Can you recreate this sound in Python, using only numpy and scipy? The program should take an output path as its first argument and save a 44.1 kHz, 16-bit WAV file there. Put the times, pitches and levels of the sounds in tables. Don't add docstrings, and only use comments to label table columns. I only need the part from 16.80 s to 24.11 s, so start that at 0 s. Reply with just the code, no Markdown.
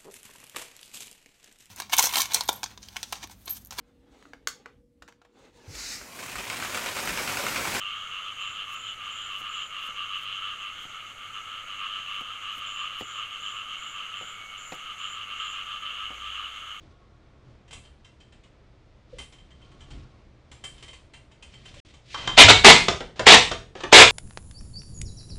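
import sys
import numpy as np
from scipy import signal
from scipy.fft import rfft, irfft
from scipy.io import wavfile
from scipy.ndimage import uniform_filter1d, map_coordinates

SR = 44100
rng = np.random.default_rng(int(sys.argv[2]) if len(sys.argv) > 2 else 0)


def digitize_waveform(pressure):
    field = np.atleast_2d(pressure).T
    bounded = np.clip(field, -1, 1)
    quanta = np.round(bounded * 32767).astype(np.int16)
    wavfile.write(sys.argv[1], SR, quanta)


N = 322371
TIME = np.arange(N) / SR
CONTACT_RISE_S = .003

# t/s, length/s, hammer/dB, wheel ring/dB, exhaust/dB, whine/Hz, whine/dB
TRIGGER_PULLS = [(5.577, 0.047, -1.5, -8.5, -1.5, 2426, -6), (5.683, 0.024, -3, -11.5, -5, 3734, -9),
                 (5.845, 0.063, 3, -16, -3.5, 2131, -7.5), (6.466, .082, -0.5, -19.5, -6, 3465, -14.5),
                 (7.126, 0.1, 1.5, -12.5, -5, 2151, -11)]
# t/s, clack/dB, knock/dB, hollow bore/dB, nut ring/dB
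SOCKET_HITS = [(5.343, -22.5, -57, -24, -15.5), (5.474, -14, -57, -23, -6.5), (6.0825, -4, -18.5, -38, -36),
               (6.204, -25.5, -25.5, -49, -52), (6.3931, -14.5, -18, -28.5, -43),
               (6.7138, -13.5, -24.5, -46, -16), (6.9519, -34, -33.5, -48.5, -60),
               (7.0043, -28.5, -41, -35, -48), (7.035, -20, -24, -27, -43)]
# f/Hz, level/dB
CLACK_SPECTRUM = [(200, 7.5), (1200, 9.5), (1800, 4), (2500, 7), (3500, 7), (4600, 2.5), (7000, -4.5),
                  (9500, -20), (13000, -74.5)]
# f/Hz, t60/s, level/dB
LUG_NUT_MODES = [(2060, .2, -9.5), (2740, .12, -15), (3115, .25, 0), (3160, .22, -3), (3930, .14, -17),
                 (6874, .12, -23)]
# f/Hz, level/dB
RUMBLE_SPECTRUM = [(12, -27.5), (20, -4), (65, 3.5), (97, -4.5), (134, -0.5), (166, -11.5), (196, -14.5),
                   (264, -15.5), (296, -12.5), (400, -19), (520, -37.5), (880, -120)]


def amp(db):
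    return 10 ** (np.asarray(db) / 20)


def unit(x):
    return x / np.sqrt(np.mean(x ** 2) + 1e-20)


def fade(t, t60):
    return np.exp(-np.log(1000) * t / np.maximum(t60, 1e-3))


def swell(start, attack, hold, t60):
    t = TIME - start
    return np.clip(t / attack, 0, 1) * fade(np.maximum(t - hold, 0), t60)


def wobble(rate):
    return map_coordinates(rng.standard_normal(int(N * rate / SR) + 4), [TIME * rate])


def along(points, hz):
    freqs, values = np.transpose(points)
    return np.interp(np.log(hz + 1), np.log(freqs), values)


def add(track, start, x):
    part = track[round(start * SR):][:len(x)]
    part += x[:len(part)]


def colour(x, spectrum, size=2048):
    gain = amp(along(spectrum, np.fft.rfftfreq(size, 1 / SR)))
    cepstrum = irfft(np.log(gain))
    cepstrum[1:size // 2] *= 2
    cepstrum[size // 2 + 1:] = 0
    impulse = irfft(np.exp(rfft(cepstrum)))
    return signal.fftconvolve(x, impulse / np.linalg.norm(impulse))[:len(x)]


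def noise(spectrum):
    return unit(colour(rng.standard_normal(N), spectrum))


def ring(modes, t):
    hz, t60, db = np.transpose(modes)[:, :, None]
    gain = amp(db + 1.5 * rng.standard_normal(db.shape))
    phase = 2 * np.pi * (hz * t + rng.random(db.shape))
    return np.sum(gain * fade(t, t60) * np.sin(phase), 0) / np.sqrt(np.sum(gain ** 2) / 2)


def crack(t, t60, spectrum, rise=CONTACT_RISE_S):
    return colour(rng.standard_normal(len(t)) * fade(t, t60) * (1 - np.exp(-t / rise)), spectrum)


def rubbed(friction, modes):
    body = ring(modes, np.arange(SR // 3) / SR)
    return signal.fftconvolve(friction, body / np.linalg.norm(body))[:len(friction)]


def in_garage(x, wet_db):
    # f/Hz, t60/s
    decay_times = [(70, 0.95), (200, 0.26), (800, 0.28), (3000, 0.34), (7000, 0.33), (12000, 0.53)]
    hz, t, bands = signal.stft(rng.standard_normal(SR * 3 // 4), SR, nperseg=256)
    envelope = fade(t, along(decay_times, hz)[:, None]) * (1 - np.exp(-t / .0011))
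    room = signal.istft(bands * envelope, SR, nperseg=256)[1]
    room *= amp(wet_db) / np.linalg.norm(room)
    room[0] += 1
    return signal.fftconvolve(x, room)


def shop_and_gloves():
    # centre t/s, half length/s, rumble/dB, rustle/dB
    hand_moves = [(0.058, 0.055, -51, -68), (0.703, 0.044, -50, -70), (0.965, 0.027, -50, -72),
                  (2.38, 0.045, -47, -59), (3.03, 0.29, -51, -67), (3.168, 0.048, -39.5, -61.5),
                  (4.0, 0.18, -53, -63), (4.924, 0.15, -51.5, -56), (5.365, 0.053, -50, -45.5),
                  (5.56, 0.11, -40, -70)]
    # f/Hz, level/dB
    glove_spectrum = [(800, -25), (2000, 2), (3500, 3.5), (6000, -5), (8500, -15), (11000, -19.5),
                      (15000, -32)]
    # f/Hz, level/dB
    air_spectrum = [(120, -41), (200, -2), (265, -12.5), (292, -8), (646, -10), (779, -14.5), (1230, -16.5),
                    (1610, -20), (2260, -22), (5000, -54.5), (6500, -59), (11000, -120)]
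    floor_db, air_db, hiss_db = -56, -62.5, -72.5
    air_follows = .24
    rumble_power, rustle_power = amp(floor_db) ** 2, 0
    for centre, width, rumble_db, rustle_db in hand_moves:
        move = np.exp(-((TIME - centre) / width) ** 2)
        rumble_power += amp(rumble_db) ** 2 * move
        rustle_power += amp(rustle_db) ** 2 * move
    rumble_gain = np.sqrt(rumble_power)
    air_gain = amp(air_db + .59 * wobble(3.9)) * (rumble_gain / amp(floor_db)) ** air_follows
    grain = unit(amp(2 * wobble(110) + 1.2 * wobble(25)))
    gloves = np.sqrt(rustle_power) * grain * noise(glove_spectrum)
    bed = rumble_gain * noise(RUMBLE_SPECTRUM) + air_gain * noise(air_spectrum)
    return bed + amp(hiss_db) * noise(glove_spectrum) + gloves


def thread_scrape():
    # t/s, length/s, level/dB
    spins = [(0.0, 0.75, -65.5), (2.785, 0.61, -64)]
    # f/Hz, t60/s, level/dB
    stud_modes = [(1102, 0.1, 0.5), (1300, 0.095, -9), (1403, 0.097, -7.5), (707, 0.086, -4.5)]
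    slowing_db_per_s = 10.5
    envelope = np.zeros(N)
    for start, length, db in spins:
        gain = amp(db - slowing_db_per_s * np.maximum(TIME - start, 0))
        envelope += gain * swell(start, attack=.053, hold=length, t60=.05)
    roughness = amp(.98 * wobble(30.57))
    return rubbed(envelope * roughness * rng.standard_normal(N), stud_modes)


def squeak_and_knock():
    # t/s, starting f/Hz, pitch fall rate/(1/s), level/dB
    blips = [(2.319, 597, 7.4, -37), (4.956, 576, 2.6, -47.5)]
    out, t = np.zeros(N), np.arange(SR // 16) / SR
    envelope = np.exp(-((t - .017) / .0055) ** 2)
    for start, hz, fall, db in blips:
        tone = np.sin(2 * np.pi * np.cumsum(hz * np.exp(-fall * t)) / SR)
        add(out, start, in_garage(amp(db) * tone * envelope, wet_db=-2.5))
    return out


def nut_clicks():
    # t/s, rattle/dB, ring/dB
    clicks = [(0.878, -51, -57), (0.9073, -41, -43), (0.927, -36.5, -51), (1.0344, -54, -62),
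              (1.05, -50.5, -52), (1.2457, -47, -52), (1.402, -49.5, -52), (1.5222, -50, -68),
              (1.635, -51, -74), (2.3837, -35.5, -36), (2.3978, -40, -50), (2.5227, -44, -50),
              (2.584, -52.5, -50), (2.7055, -52, -50.5), (2.8143, -55, -51), (2.915, -53, -58),
              (3.0054, -46, -48.5), (3.104, -43.5, -49), (3.7143, -40.5, -66), (3.8385, -34, -30.5),
              (3.978, -46, -52), (4.024, -38.5, -41.5), (4.0797, -40.5, -40), (4.13, -41, -43.5),
              (4.3347, -41, -46.5), (4.5135, -49.5, -57), (4.6237, -40.5, -45), (4.737, -44, -43.5),
              (4.8544, -41, -43), (4.94, -43, -62), (5.0836, -50, -68), (5.138, -45.5, -54)]
    # f/Hz, level/dB
    tap_spectrum = [(200, -3), (750, -6.5), (1080, -2), (1400, -7), (2100, -2.5), (3000, 0.5), (4200, -8),
                    (5500, -11.5), (7500, -11.5), (13000, -37.5)]
    # f/Hz, level/dB
    tick_spectrum = [(2000, -44), (5000, -10), (6200, -7), (7500, 0.5), (9200, -6), (11000, -5.5),
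                     (13000, -37)]
    middling_db, tick_slope, rattle_t60 = -43.5, 2.6, .057
    out, t = np.zeros(N), np.arange(SR // 4) / SR
    attack = 1 - np.exp(-t / CONTACT_RISE_S)
    for start, rattle_db, ring_db in clicks:
        tick_db = -61.5 + tick_slope * (rattle_db - middling_db)
        rattle = amp(rattle_db - .5) * crack(t, rattle_t60, tap_spectrum)
        tick = amp(tick_db) * crack(t, rattle_t60, tick_spectrum)
        add(out, start, in_garage(rattle + tick, wet_db=3))
        add(out, start, amp(ring_db - 4.5) * ring(LUG_NUT_MODES, t) * attack)
    return out


def socket_drags():
    # t/s, length/s, nut ring/dB, grind/dB
    drags = [(5.372, 0.13, -40.5, -42), (5.485, 0.11, -43, -42.5), (6.357, 0.042, -61.5, -48),
             (6.96, 0.079, -59, -47.5)]
    out, t = np.zeros(N), np.arange(SR // 3) / SR
    for start, length, ring_db, grind_db in drags:
        envelope = np.minimum(t / .004, 1) * fade(np.maximum(t - length, 0), t60=.083)
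        friction = envelope * rng.standard_normal(len(t))
        add(out, start, amp(ring_db) * rubbed(friction, LUG_NUT_MODES))
        add(out, start, amp(grind_db) * colour(friction, CLACK_SPECTRUM))
    return out


def wheel_shake():
    shakes = [amp(-33) * swell(start, attack=.037, hold=.11, t60=.5) for start, *_ in TRIGGER_PULLS]
    jolts = [amp(knock_db - 19) * swell(start, attack=.037, hold=.037, t60=.45)
             for start, _, knock_db, *_ in SOCKET_HITS]
    return np.linalg.norm(shakes + jolts, axis=0) * noise(RUMBLE_SPECTRUM)


def tyre_boom(start=5.644, db=-16):
    # f/Hz, t60/s, level/dB
    tyre_modes = [(81.1, 0.55, -7.5), (102, 0.5, -3), (123.6, 0.23, -6)]
    out, t = np.zeros(N), np.arange(SR // 2) / SR
    add(out, start, amp(db) * ring(tyre_modes, t) * (1 - np.exp(-t / .0016)))
    return out


def socket_knocks():
    # f/Hz, level/dB
    knock_spectrum = [(60, -14), (200, -10), (380, 0), (540, 0), (610, -4), (720, 0), (850, -11),
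                      (1350, -13), (1750, -6), (2400, -22), (8000, -50)]
    # f/Hz, level/dB
    bore_spectrum = [(600, -25), (850, -10), (960, 0), (1150, 0), (1400, -8), (1750, -7), (2300, -25),
                     (8000, -50)]
    out, t = np.zeros(N), np.arange(SR // 3) / SR
    attack = 1 - np.exp(-t / CONTACT_RISE_S)
    for start, clack_db, knock_db, bore_db, ring_db in SOCKET_HITS:
        clack = amp(clack_db + 1.5) * crack(t, .026, CLACK_SPECTRUM)
        knock = amp(knock_db) * crack(t, .084, knock_spectrum)
        bore = amp(bore_db) * crack(t, .068, bore_spectrum)
        add(out, start, in_garage(clack + knock + bore, wet_db=0))
        add(out, start, amp(ring_db - 19) * ring(LUG_NUT_MODES, t) * attack)
    return out


def impact_wrench():
    # f/Hz, level/dB
    hammer_spectrum = [(40, -16), (100, -6), (170, -5), (250, 2), (400, 7), (600, 4), (900, 7), (1500, -3),
                       (2200, 3.5), (3600, -6), (4800, -5.5), (7500, -8.5), (10000, -28), (14000, -28.5)]
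    # f/Hz, t60/s, level/dB
    wheel_modes = [(248.4, 0.13, -21.5), (368, 0.22, -10.5), (447.4, 0.15, -2.5), (740.2, 0.1, 8),
                   (961, 0.18, -0.5), (1104, 0.062, -20.5), (1329, 0.06, 5), (1390, 0.058, 1),
                   (2100, 0.13, 3), (2230, 0.39, -5), (2670, 0.15, -14), (3120, 0.33, -19),
                   (3420, 0.33, -4), (3770, 0.12, -16.5), (4150, 0.14, -24.5)]
    # f/Hz, level/dB
    exhaust_spectrum = [(60, -19.5), (500, -3.5), (1500, -1.5), (2300, 3.5), (3700, 5), (4800, -4),
                        (7500, -13.5), (10000, -37.5), (14000, -32.5)]
    blows_per_s, air_lead_s = 55.5, .012
    out, t = np.zeros(N), np.arange(SR // 2) / SR
    strike = lambda: crack(t, .057, hammer_spectrum, rise=.0026)
    for start, length, hammer_db, ring_db, exhaust_db, whine_hz, whine_db in TRIGGER_PULLS:
        tool = np.zeros(len(t))
        repeated, wheel = strike(), ring(wheel_modes, t)
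        for when in np.arange(0, length, 1 / blows_per_s):
            jitter_s, gain_db = rng.normal(0, [.0001, 1])
            blow = amp(hammer_db - 2) * (repeated + strike()) + amp(ring_db) * wheel
            add(tool, air_lead_s + when + jitter_s, amp(gain_db) * blow)
        valve = np.minimum(t / .025, 1) ** 2 * fade(np.maximum(t - air_lead_s - length, 0), t60=.055)
        shudder = .025 * np.sin(2 * np.pi * blows_per_s * t) + .04 * wobble(300)[:len(t)]
        speed = (1 - np.exp(-t / .0072)) * (1 + shudder)
        whine = np.sin(2 * np.pi * np.cumsum(whine_hz * speed) / SR)
        exhaust = colour(rng.standard_normal(len(t)), exhaust_spectrum)
        tool += valve * (amp(exhaust_db) * exhaust + amp(whine_db) * whine)
        add(out, start - air_lead_s, in_garage(tool, wet_db=-2))
    return out


def scene():
    handwork = nut_clicks() + thread_scrape() + squeak_and_knock()
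    toolwork = socket_knocks() + socket_drags() + impact_wrench() + tyre_boom() + wheel_shake()
    return (handwork + toolwork + shop_and_gloves())[None]


def record(dry):
    # f/Hz, level/dB
    mic_response = [(7500, 3.5), (9400, -2), (10500, -8.5), (12000, -18), (12900, -43), (16000, -45)]
    ceiling, hardness, top_hz = .95, 8, 15800
    saturated = dry[0] / (1 + np.abs(dry[0] / ceiling) ** hardness) ** (1 / hardness)
    hz = np.fft.rfftfreq(2 * N, 1 / SR)
    roll_off = amp(np.minimum(along(mic_response, hz), 0))
    dulled = irfft(rfft(saturated, 2 * N) * roll_off)[:N]
    dropout = uniform_filter1d(1.0 * ((TIME > 5.002) & (TIME < 5.05)), size=64)
    clipped = np.clip(dulled * (1 - dropout), -1, 1)
    band_limit = np.clip((top_hz - hz) / 500, 0, 1) ** 2
    return irfft(rfft(clipped, 2 * N) * band_limit)[None, :N]


dry = scene()
out = record(dry)
digitize_waveform(out)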